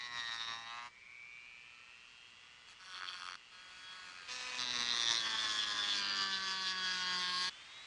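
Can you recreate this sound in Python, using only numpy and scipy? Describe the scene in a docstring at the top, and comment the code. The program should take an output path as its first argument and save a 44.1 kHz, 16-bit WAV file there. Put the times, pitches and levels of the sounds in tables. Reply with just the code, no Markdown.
"""A small mains-powered rotary tool grinds fiberglass on a boat deck, in the open air.
First comes a slow buzzing cut further off; when the burr lifts, the whine climbs, then lighter touches follow.
These fade out while closer, faster work fades in: the burr lands, digs in, judders, cuts evenly and lifts off.
The motor is made of tones and airy noise; each cut is a burst once a turn, split into panel, ring and rasp.
The hand presses and slips, the bit rings out when it catches, and the load drags the motor down."""
import sys
import numpy as np
from scipy import signal
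from scipy.fft import rfft, irfft, next_fast_len
from scipy.io import wavfile
from scipy.ndimage import uniform_filter1d, map_coordinates

SR = 44100
rng = np.random.default_rng(int(sys.argv[2]) if len(sys.argv) > 2 else 0)


def waveform_to_disk(signal):
    """Save audio, clipped to [-1, 1], as 16-bit WAV at the path in sys.argv[1]."""
    frames = np.transpose(np.atleast_2d(signal))
    scaled = np.clip(frames, -1, 1) * 32767
    samples = np.round(scaled).astype(np.int16)
    wavfile.write(sys.argv[1], SR, samples)


N = 346626
TIME = np.arange(N) / SR

# the low rumble of tool and deck: (frequency [Hz], level [dB])
RUMBLE_SHAPE = [(15, -34), (25, -12), (113, -4.5), (179, -8), (233, -8), (279, -6), (700, -7), (910, -33),
                (1540, -120)]
# each time the burr works the fiberglass, by name: (start [s], end [s], attack [s], release [s],
# panel level [dB], ringing bit level [dB], rasp level [dB])
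PASSES = { "first": (0, .62, 0, 0, -52.5, -51.5, -56.5), "easing": (.62, .89, 0, .025, -48.8, -58, -62),
          "graze": (2.675, 2.735, .025, .06, -57, -63, -61),
          "chatter": (2.8, 3.357, .16, 0, -51.6, -56, -56), "light": (3.52, 4.3, .5, 0, -50, -57.5, -57),
          "touch": (4.28, 4.585, .008, 0, -45.4, -48.5, -48), "dig": (4.585, 4.95, 0, 0, -44.6, -41.7, -45),
          "gouge": (4.95, 5.2, 0, 0, -44.2, -40, -43.5), "judder": (5.2, 5.98, 0, 0, -43.8, -43, -45),
          "buzz": (5.98, 6.26, 0, 0, -43.8, -43, -44), "steady": (6.26, 7.19, 0, 0, -43.4, -46, -45.5),
          "leaving": (7.19, 7.492, 0, 0, -42.4, -44, -45.5), }


def amp(db):
    """Turn decibels into a gain."""
    return 10 ** (np.asarray(db) / 20)


def unit(x):
    """Scale x to an average (rms) level of 1."""
    return x / np.sqrt(np.mean(x ** 2) + 1e-20)


def levelled(x):
    """Take the slow loudness drift out of x, using its average level over 67 ms."""
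    power = uniform_filter1d(x ** 2, size=2940)
    return x / np.sqrt(np.abs(power) + 1e-12)


def wobble(rate, t=TIME):
    """Draw a random curve: this many random points a second, joined by straight lines."""
    knots = rng.standard_normal(int(N / SR * rate) + 2)
    return np.interp(t * rate, np.arange(len(knots)), knots)


def swell(t, peak_s, length_s):
    """Rise smoothly to 1 at the peak and fall back, staying above one half for the given length."""
    return 2 ** -(2 * (t - peak_s) / length_s) ** 2


def swells(t, rows):
    """Add up the rows' swells, once for each column after (peak, length)."""
    rows = np.array(rows)
    curves = np.array([swell(t, peak_s, length_s) for peak_s, length_s in rows[:, :2]])
    return rows[:, 2:].T @ curves


def pulse(angle, focus):
    """Make a bump once a cycle, narrower as focus grows."""
    return np.exp(focus * (np.cos(angle) - 1))


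def filtered(x, response):
    """Multiply the spectrum of x by a gain that depends on frequency."""
    size = next_fast_len(len(x) + 8192)
    spectrum = rfft(x, size) * response(np.fft.rfftfreq(size, 1 / SR))
    return irfft(spectrum, size)[:len(x)]


def coloured(x, points):
    """Filter x to a (frequency [Hz], level [dB]) shape without sounding ahead of it, at rms 1."""
    size = 4096
    hz, db = np.transpose(points)
    shape_db = np.interp(np.log(np.fft.rfftfreq(size, 1 / SR) + 1), np.log(hz + 1), db)
    # folding the cepstrum puts the filter's energy as early as it can be (minimum phase)
    cepstrum = irfft(np.log(amp(shape_db) + 1e-4))
    fold = np.r_[1, np.full(size // 2 - 1, 2), np.zeros(size // 2)]
    impulse = irfft(np.exp(rfft(cepstrum * fold)))
    return unit(signal.fftconvolve(x, impulse)[:len(x)])


def open_air():
    """The faint murmur of the open air is steady low noise."""
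    # (frequency [Hz], level [dB])
    murmur_shape = [(12, -33), (20, -2.5), (123, -1.5), (330, -7), (468, -5.5), (507, -5), (900, -20.5),
                    (1170, -36), (1980, -120)]
    return amp(-77) * coloured(rng.standard_normal(N), murmur_shape)


def mains_angle(t=TIME):
    """The motor's current peaks twice in each mains cycle, so 120 times a second."""
    return 2 * np.pi * 120 * t + np.pi


def shaft(targets, unsteady=0.000877):
    """The shaft's speed eases toward each new target and trembles slightly; this gives its angle."""
    inertia_s = .6  # how slowly the speed answers a change of load
    change_s, target = np.transpose(targets)
    speed = target[0]
    for at, step in zip(change_s[1:], np.diff(target)):
        speed = speed + step * (1 - np.exp(-np.maximum(TIME - at, 0) / inertia_s))
    return 2 * np.pi * np.cumsum(speed * (1 + unsteady * wobble(35))) / SR


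def motor(angle, orders, whine_db, tones_db, air_db, rumble_db, focus, swing, overtone_db, air_focus):
    """The armature whines through the case in bursts of current; the fan adds tones and a rush of air."""
    # the ring of the motor case: (frequency [Hz], level [dB])
    case_shape = [(1500, -28), (2080, -18), (2310, 2.5), (2500, -7), (2750, -7.5), (3000, -14), (3300, -14),
                  (5000, -14)]
    # the rush of air: (frequency [Hz], level [dB])
    air_shape = [(290, -41), (500, -22.5), (830, -9.5), (1190, -2.5), (1670, -6.5), (1810, -2), (2810, -2),
                 (3740, -8), (4380, -7), (7450, -16), (8940, -23), (11200, -48), (14500, -69),
                 (22000, -120)]
    speed = np.gradient(angle) * SR / (2 * np.pi)  # turns a second
    # the fan grows with speed, 6 dB an octave around 183 turns a second
    fan_db = 6 * np.log2(speed / 183)
    # a motor gathering speed draws more current and whines louder: dB per (turn a second) each second
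    rev_db = .055 * np.maximum(np.gradient(speed) * SR, 0)
    mains = mains_angle()
    armature = np.cos(16 * angle - swing * np.sin(mains)) + amp(overtone_db) * np.cos(18 * angle)
    whine = coloured(pulse(mains, focus) * armature, case_shape)
    tones = sum(amp(db + 3.6 * wobble(9)) * np.cos(round(k) * angle) for k, db in orders)
    air = coloured(rng.standard_normal(N) * pulse(mains, air_focus), air_shape)
    rumble = coloured(rng.standard_normal(N), RUMBLE_SHAPE)
    fan = amp(tones_db) * unit(tones) + amp(air_db) * air + amp(rumble_db) * rumble
    return amp(whine_db + rev_db) * whine + amp(fan_db) * fan


def labour(angle):
    """Under the first heavy cut the motor labours: its sixteenth harmonic sings, swelling once a turn."""
    # (time [s], level [dB])
    labour_level = [(0, -50), (.12, -52), (.2, -47.5), (.29, -48), (.44, -60), (.5, -54), (.6, -57),
                    (.8, -56), (.9, -75)]
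    level_db = np.interp(TIME, *np.transpose(labour_level))
    whine = unit(pulse(angle, .7) * np.cos(16 * angle))
    return (TIME < PASSES["easing"][1]) * amp(level_db) * whine


def deck(angle, t, hum_db, judder_db, octave_db, rumble_db):
    """The pressed deck hums at one, one and a half and two times the shaft speed, and rumbles."""
    hum = 0
    for k, db in [(1, hum_db), (1.5, judder_db), (2, octave_db)]:
        hum = hum + amp(db + 1.5 * wobble(20, t)) * unit(np.cos(k * angle))
    return hum + amp(rumble_db) * coloured(rng.standard_normal(len(t)), RUMBLE_SHAPE)


def teeth(half_turn, t, focus, orders, change, uneven, count=120):
    """The teeth scrape out a similar burst every turn, which drifts (change: points a second) as they move."""
    # uneven: every second turn differs, which adds clean lines halfway between the shaft's harmonics
    pair = np.linspace(0, 2 * np.pi, 1024, endpoint=False)  # two turns of the shaft
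    burst = rng.standard_normal(len(pair)) * pulse(2 * pair, focus) * pulse(pair, uneven)
    phases = np.angle(rfft(burst))
    lift_db = {2 * round(k): db for k, db in orders}
    step = 1 if uneven else 2
    scrape = 0
    for k in range(step, count, step):
        gain = uneven ** (k % 2) * amp(lift_db.get(k, 0) + 2.7 * wobble(change, t))
        scrape = scrape + gain * np.cos(k * half_turn + phases[k])
    return unit(scrape)


def rung(x, t60=0.017):
    """The treble of each bite rings on briefly in the tool and deck, dying by 60 dB in t60 seconds."""
    t = TIME[:2048]
    tail = rng.standard_normal(len(t)) * amp(-60 * t / t60)
    tail = filtered(tail / np.linalg.norm(tail), lambda hz: 1 - 1 / (1 + (hz / 2400) ** 6))
    return x + .5 * signal.fftconvolve(x, tail)[:len(x)]


def shifting(x):
    """The bit's ring shifts as the contact point moves: bright and dull patches, mostly in the treble."""
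    patch_db, patch_hz, patch_s = 1.7, 450, .045  # depth, width and length of the patches
    size = 512
    hz, t, z = signal.stft(x, SR, nperseg=size)
    field = uniform_filter1d(rng.standard_normal(z.shape), round(patch_hz / hz[1]), axis=0)
    field = unit(uniform_filter1d(field, round(patch_s / t[1]), axis=1))
    treble = np.interp(hz, [1500, 3200, 6500, 9000], [.2, 1, 1, .3])[:, None]
    return signal.istft(z * amp(patch_db * treble * field), SR, nperseg=size)[1][:len(x)]


def whirled(x, half_turn, whirl):
    """The bent bit swings to the panel and away at half the shaft speed: its ring comes in rising chirps."""
    lag = whirl * .00005 * SR * np.cos(half_turn)  # samples; 50 microseconds at whirl 1
    moved = map_coordinates(x, [np.arange(len(x)) - lag], mode="nearest")
    return pulse(half_turn, whirl) * moved


def grind(angle, name, tone, focus, skip, throb, grit, dust, scatter_db, shake=0.031, whirl=0,
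          change=8, uneven=0, orders=(), fade_in_s=.008, fade_out_s=.008):
    """In one pass the burr bites once a turn, and the panel, the ringing bit and the rasp answer."""
    # skip: it bites harder every second turn; throb: it follows the mains torque; whirl: the bit swings out
    # grit and dust: noise in each bite; long fades blend a pass into its neighbour

    # the hand presses harder: (time [s], length [s], panel lift [dB], rasp lift [dB])
    hand_presses = [(.175, .08, 5, 3), (.29, .03, 4, 3), (.35, .04, 4, 5), (.42, .04, 3, 4),
                    (.515, .08, 7, 3), (.79, .04, 2, 0), (3.93, .15, 1.5, 1.5), (4.327, .05, 0, 4),
                    (4.606, .04, 1, 4), (4.795, .07, 3.5, 4), (5.016, .04, 0, 4), (5.12, .05, 4, 6),
                    (5.27, .035, 2.5, 0), (5.344, .03, 2, 0), (5.448, .03, 2.5, 1), (5.982, .05, 0, 4),
                    (6.173, .025, 0, 5), (6.22, .035, 2, 6), (6.493, .06, 0, 2.5), (6.695, .05, 0, 4),
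                    (6.92, .1, 1.5, 3.5), (7.12, .1, 2, 3), (7.43, .13, 0, 5)]
    # the bit catches and rings out: (time [s], length [s], lift [dB])
    bit_squeals = [(.041, .05, 4), (.197, .04, 9), (.272, .04, 10), (.32, .04, 7), (.41, .04, 8),
                   (.49, .09, 5), (.7, .06, 5), (2.947, .05, 4), (3.085, .03, 12), (3.136, .025, 6),
                   (3.9, .11, 10), (4.909, .04, 5), (5.076, .03, 7), (5.112, .025, 6), (5.344, .03, 5),
                   (5.399, .025, 5), (5.448, .025, 4), (5.506, .03, 3), (5.606, .04, 7), (5.83, .08, 7),
                   (5.926, .05, 7), (6.344, .05, 6.5), (6.597, .03, 3), (6.679, .04, 4), (6.86, .06, 3),
                   (7.261, .06, 2)]
    # the burr bounces and lands every second turn:
    # (time [s], length [s], panel lift [dB], how cleanly it skips [added to skip])
    burr_bounces = [(3.04, .05, 7.5, 1.1), (3.14, .025, 4, .2), (3.238, .045, 2.5, .9), (3.286, .028, 5, 1),
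                    (3.34, .045, 1.5, 1.4), (4.17, .18, 1.5, .65), (4.52, .1, 1.5, .25), (5.09, .07, 0, .3)]
    # the burr loses its bite: (time [s], length [s], panel drop [dB], drop of ring and rasp [dB])
    burr_slips = [(.1, .04, 1, 5), (.64, .07, 4, 3.5), (.86, .06, 0, 3), (3.01, .03, 0, 3),
                  (3.18, .06, 2, 1), (4.665, .05, 1, 1), (5.228, .03, 1.5, 2), (6.285, .04, 0, 2.5),
                  (6.402, .05, 0, 3), (6.6, .08, 1, 1.5), (6.745, .035, 0, 4.5)]
    # the deck under each pass, by name: (once-a-turn hum [dB], judder hum [dB],
    # twice-a-turn hum [dB], rumble [dB])
    deck_levels = {"first": (-79, -100, -79, -71.5), "easing": (-82, -100, -84, -77),
                   "graze": (-95, -100, -100, -90), "chatter": (-88, -90, -92, -77),
                   "light": (-86, -92, -86, -72), "touch": (-71, -85, -63, -67.5),
                   "dig": (-65, -72, -82, -62), "gouge": (-69, -69, -82, -62),
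                   "judder": (-69, -68, -76, -63.5), "buzz": (-66, -66, -72, -63.5),
                   "steady": (-62.5, -85, -69, -66.5), "leaving": (-62, -85, -69, -66)}

    start, end, attack, release, panel_db, ring_db, rasp_db = PASSES[name]
    on = (TIME > start - fade_in_s) & (TIME < end + fade_out_s)
    t = TIME[on]
    angle = angle[on] + shake * wobble(90, t)  # the bit trembles, so each bite comes a little early or late
    half_turn = angle / 2 + np.pi
    push_db, scrape_db = swells(t, hand_presses)
    squeal_db, = swells(t, bit_squeals)
    knock_db, bounce = swells(t, burr_bounces)
    lift_db, slip_db = swells(t, burr_slips)

    # breaking fibres add noise to each bite, fine dust mostly in the treble
    noise = rng.standard_normal(len(t))
    fibres = unit(pulse(angle, focus) * noise)
    fine_dust = unit(pulse(angle, focus / 2) * np.diff(noise, prepend=0))
    chips = grit * fibres + dust * fine_dust
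    force = pulse(half_turn, skip * (1 + .5 * wobble(14, t)) + bounce)
    force = force * pulse(mains_angle(t), throb) * amp(scatter_db * wobble(110, t))
    bites = force * (teeth(half_turn, t, focus, orders, change, uneven) + chips)
    sound = coloured(shifting(rung(bites)), tone)

    # the panel speaks low, the bit rings in the middle, the rasp lies above
    panel = filtered(sound, lambda hz: 1 / (1 + (hz / 2800) ** 20))
    up_to_ring = filtered(sound, lambda hz: 1 / (1 + (hz / 4250) ** 20))
    ring = whirled(up_to_ring - panel, half_turn, whirl)
    rasp = whirled(sound - up_to_ring, half_turn, whirl)
    # each part also wavers by itself, 26 random points a second
    panel_level_db = panel_db + push_db + knock_db - lift_db + .7 * wobble(26, t)
    ring_level_db = ring_db + squeal_db - slip_db + wobble(26, t)
    rasp_level_db = rasp_db + scrape_db - slip_db + wobble(26, t)
    cut = amp(panel_level_db) * levelled(panel)
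    cut = cut + amp(ring_level_db) * levelled(ring) + amp(rasp_level_db) * levelled(rasp)
    cut = cut + amp(push_db) * deck(angle, t, *deck_levels[name])

    # with an attack or release, the pass starts or ends softly, 9 dB below its full level
    softness = 0
    for inside, ramp in [(t - start, attack), (end - t, release)]:
        if ramp > 0:
            softness = softness + np.clip(1 - inside / ramp, 0, 1)
    edge = np.minimum((t - start) / fade_in_s, (end - t) / fade_out_s)
    contact = np.sin(np.pi / 2 * np.clip((1 + edge) / 2, 0, 1))
    out = np.zeros(N)
    out[on] = contact * amp(-9 * softness) * cut
    return out


def far_work():
    """A slow buzzing cut, a free run-up, then a bouncing touch and a light one, as the load sets the speed."""
    # the speed the shaft heads for, the first row its starting speed: (time [s], speed [turns a second])
    far_speed = [(0.0, 122.7), (0.0, 106.0), (0.402, 118.0), (0.652, 132.8), (0.924, 180.5), (1.9, 190.2),
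                 (2.884, 170.5), (3.224, 186.5), (3.978, 167.3)]
    # running tones: (multiple of shaft speed [x], level [dB])
    far_orders = [(8, -5), (11, -5), (18, -2), (19, -4), (22, -9), (24, -10), (26, -10)]
    # turn harmonics that stand out as the burr bites: (multiple of shaft speed [x], lift [dB])
    first_orders = [(31, 5), (32, 8), (33, 8), (34, 5)]
    light_orders = [(8, 3), (9, 3), (18, 7)]
    # how the panel and tool ring at each spot: (frequency [Hz], level [dB])
    first_tone = [(300, -44), (550, -29.5), (800, -11), (1020, -0.5), (1450, -10), (1880, -5), (2250, -10),
                  (2950, -13), (3480, -14), (3780, -3), (4150, -10), (4600, -10), (5050, -19), (5650, -10),
                  (6200, -21.5), (9000, -29), (10400, -37), (11500, -60)]
    easing_tone = [(500, -33), (780, -9), (1050, 1), (1500, -11), (1900, -9), (2300, -15), (2700, -15),
                   (3500, -19), (3800, -11), (4100, -19), (4900, -26), (5450, -21), (6200, -30),
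                   (10000, -42), (11500, -60)]
    chatter_tone = [(170, -33), (300, -24), (600, -23), (900, -12), (1200, 1), (1500, 0), (2000, -11),
                    (2950, -11), (3330, 1), (3750, -16), (4100, -12), (4450, -4.5), (5000, -15),
                    (5850, -12), (6500, -22), (10400, -35), (11500, -60)]
    light_tone = [(500, -20), (850, -11), (1200, 0), (1700, -2), (2150, -7), (2500, -1), (3000, -7),
                  (3350, -2), (3750, -9), (4200, -5), (4700, -5), (5100, -11), (7000, -16), (10400, -31),
                  (11500, -55)]

    angle = shaft(far_speed)
    running = motor(angle, far_orders, whine_db=-62.5, tones_db=-68.5, air_db=-62, rumble_db=-92,
                    focus=2.3, swing=.6, overtone_db=-10, air_focus=.25)
    first = grind(angle, "first", first_tone, focus=.8, skip=.03, throb=.04, grit=.34, dust=1.05,
                  scatter_db=1, shake=.014, orders=first_orders, fade_out_s=.1)
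    easing = grind(angle, "easing", easing_tone, focus=.8, skip=.03, throb=.04, grit=.3, dust=1.15,
                   scatter_db=1, shake=.028, fade_in_s=.1)
    graze = grind(angle, "graze", light_tone, focus=1, skip=.2, throb=.1, grit=1.5, dust=1.5, scatter_db=1.5)
    chatter = grind(angle, "chatter", chatter_tone, focus=2, skip=.1, throb=.02, grit=.85, dust=1.1,
                    scatter_db=.8, shake=.042, change=45)
    light = grind(angle, "light", light_tone, focus=.35, skip=.05, throb=.1, grit=.75, dust=1,
                  scatter_db=.9, shake=.025, change=14, orders=light_orders)
    return running + labour(angle) + first + easing + graze + chatter + light


def near_work():
    """The burr lands, digs in with a whirl, gouges and judders, then settles into an even cut and lifts off."""
    # the speed the shaft heads for, the first row its starting speed: (time [s], speed [turns a second])
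    near_speed = [(0.0, 251.4), (4.531, 227.0), (4.827, 215.8), (5.118, 198.0), (5.36, 192.2),
                  (5.93, 179.6), (6.225, 184.5), (6.58, 176.3), (7.289, 183.7), (7.452, 254.3)]
    # running tones: (multiple of shaft speed [x], level [dB])
    near_orders = [(8, -8), (10, -9), (16, -12), (18, 0), (19, -12)]
    # turn harmonics that stand out as the burr bites: (multiple of shaft speed [x], lift [dB])
    steady_orders = [(6, 5.5), (7, -12), (9, 2), (18, 6), (26, 3.5)]
    # how the panel and tool ring at each spot along the cut: (frequency [Hz], level [dB])
    touch_tone = [(290, -28.5), (548, -22), (819, -10.5), (1020, -2.5), (1450, -7), (1810, -1.5),
                  (2140, -8.5), (2570, -0.5), (2890, -6.5), (4670, -5.5), (6210, -11), (11200, -43),
                  (14500, -72), (22000, -120)]
    dig_tone = [(500, -20), (800, -16), (1000, -5), (1500, -9), (1950, -3), (2350, -10), (2650, -4),
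                (3000, -12), (3450, -1), (4050, 4), (4600, -4), (5500, -9), (6150, -5), (6700, -20),
                (10000, -32), (11500, -50)]
    gouge_tone = [(500, -21), (800, -16), (1070, -5), (1400, -11), (1850, -2), (2200, -9), (3050, -11),
                  (3450, 3), (3950, 2), (4500, -7), (4950, -4), (6200, -9), (6700, -20), (10000, -30),
                  (11500, -52)]
    judder_tone = [(290, -45), (500, -24), (841, -16), (1150, -3), (1350, -12), (1680, -1), (2250, -12),
                   (2550, -9), (2950, -10), (3370, 9), (4100, -7), (4700, -5), (5600, -16), (6150, -16),
                   (7000, -23), (9920, -36), (11200, -50), (14500, -80)]
    steady_tone = [(200, -40), (400, -24), (560, -26), (750, -18), (900, -8.5), (1100, -3), (1280, -0.5),
                   (1460, -1.5), (1680, 2.5), (2100, -10), (2700, -6), (3400, -1.5), (3800, -7),
                   (4750, -2.5), (5300, -13), (6200, -17), (7500, -25.5), (10000, -39), (11500, -55)]
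    leaving_tone = [(200, -40), (400, -25), (560, -27), (750, -18), (1080, 0), (1280, -10), (1620, 0),
                    (2100, -9), (2700, -8), (3300, -2), (3700, -5), (4200, -1), (4750, -1), (5300, -11),
                    (5750, -17), (6200, -13), (6800, -22), (10000, -33), (11500, -52)]

    angle = shaft(near_speed)
    running = motor(angle, near_orders, whine_db=-70, tones_db=-61.5, air_db=-57, rumble_db=-76.5,
                    focus=1.1, swing=.16, overtone_db=-15, air_focus=.069)
    touch = grind(angle, "touch", touch_tone, focus=.4, skip=.1, throb=.12, grit=.7, dust=1,
                  scatter_db=1, change=22, uneven=.3)
    dig = grind(angle, "dig", dig_tone, focus=.1, skip=.12, throb=.04, grit=.42, dust=.75,
                scatter_db=1, shake=.02, uneven=1, whirl=.42, change=16, fade_out_s=.03)
    gouge = grind(angle, "gouge", gouge_tone, focus=.15, skip=.1, throb=.04, grit=.5, dust=.85,
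                  scatter_db=1, shake=.028, uneven=.9, whirl=.25, change=25, fade_in_s=.03, fade_out_s=.04)
    judder = grind(angle, "judder", judder_tone, focus=.45, skip=.08, throb=.12, grit=.5, dust=1.1,
                   scatter_db=1, shake=.036, uneven=.5, whirl=.15, change=20, fade_in_s=.04, fade_out_s=.05)
    buzz = grind(angle, "buzz", steady_tone, focus=.5, skip=.04, throb=.08, grit=.35, dust=1.15,
                 scatter_db=.9, uneven=.4, whirl=.3, fade_in_s=.05, fade_out_s=.13)
    steady = grind(angle, "steady", steady_tone, focus=.65, skip=.037, throb=.14, grit=.3, dust=1.25,
                   scatter_db=.7, shake=.024, change=12, orders=steady_orders, fade_in_s=.13, fade_out_s=.05)
    leaving = grind(angle, "leaving", leaving_tone, focus=.7, skip=.03, throb=.14, grit=.25, dust=1.25,
                    scatter_db=.6, shake=.025, change=14, orders=[(6, 3), (9, 2)], fade_in_s=.05)
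    return running + touch + dig + gouge + judder + buzz + steady + leaving


def scene():
    """The far work gives way to the near work over the faint murmur of the open air."""
    fade_start_s, fade_length_s = 3.25, 1.7
    murmur = open_air()
    near = np.clip((TIME - fade_start_s) / fade_length_s, 0, 1)
    return ((1 - near) * far_work() + near * near_work() + murmur)[None]


def record(dry):
    """A steep filter removes nearly everything above 11305 Hz."""
    return filtered(dry[0], lambda hz: 1 / (1 + (hz / 11305) ** 80))[None]


dry = scene()
out = record(dry)
waveform_to_disk(out)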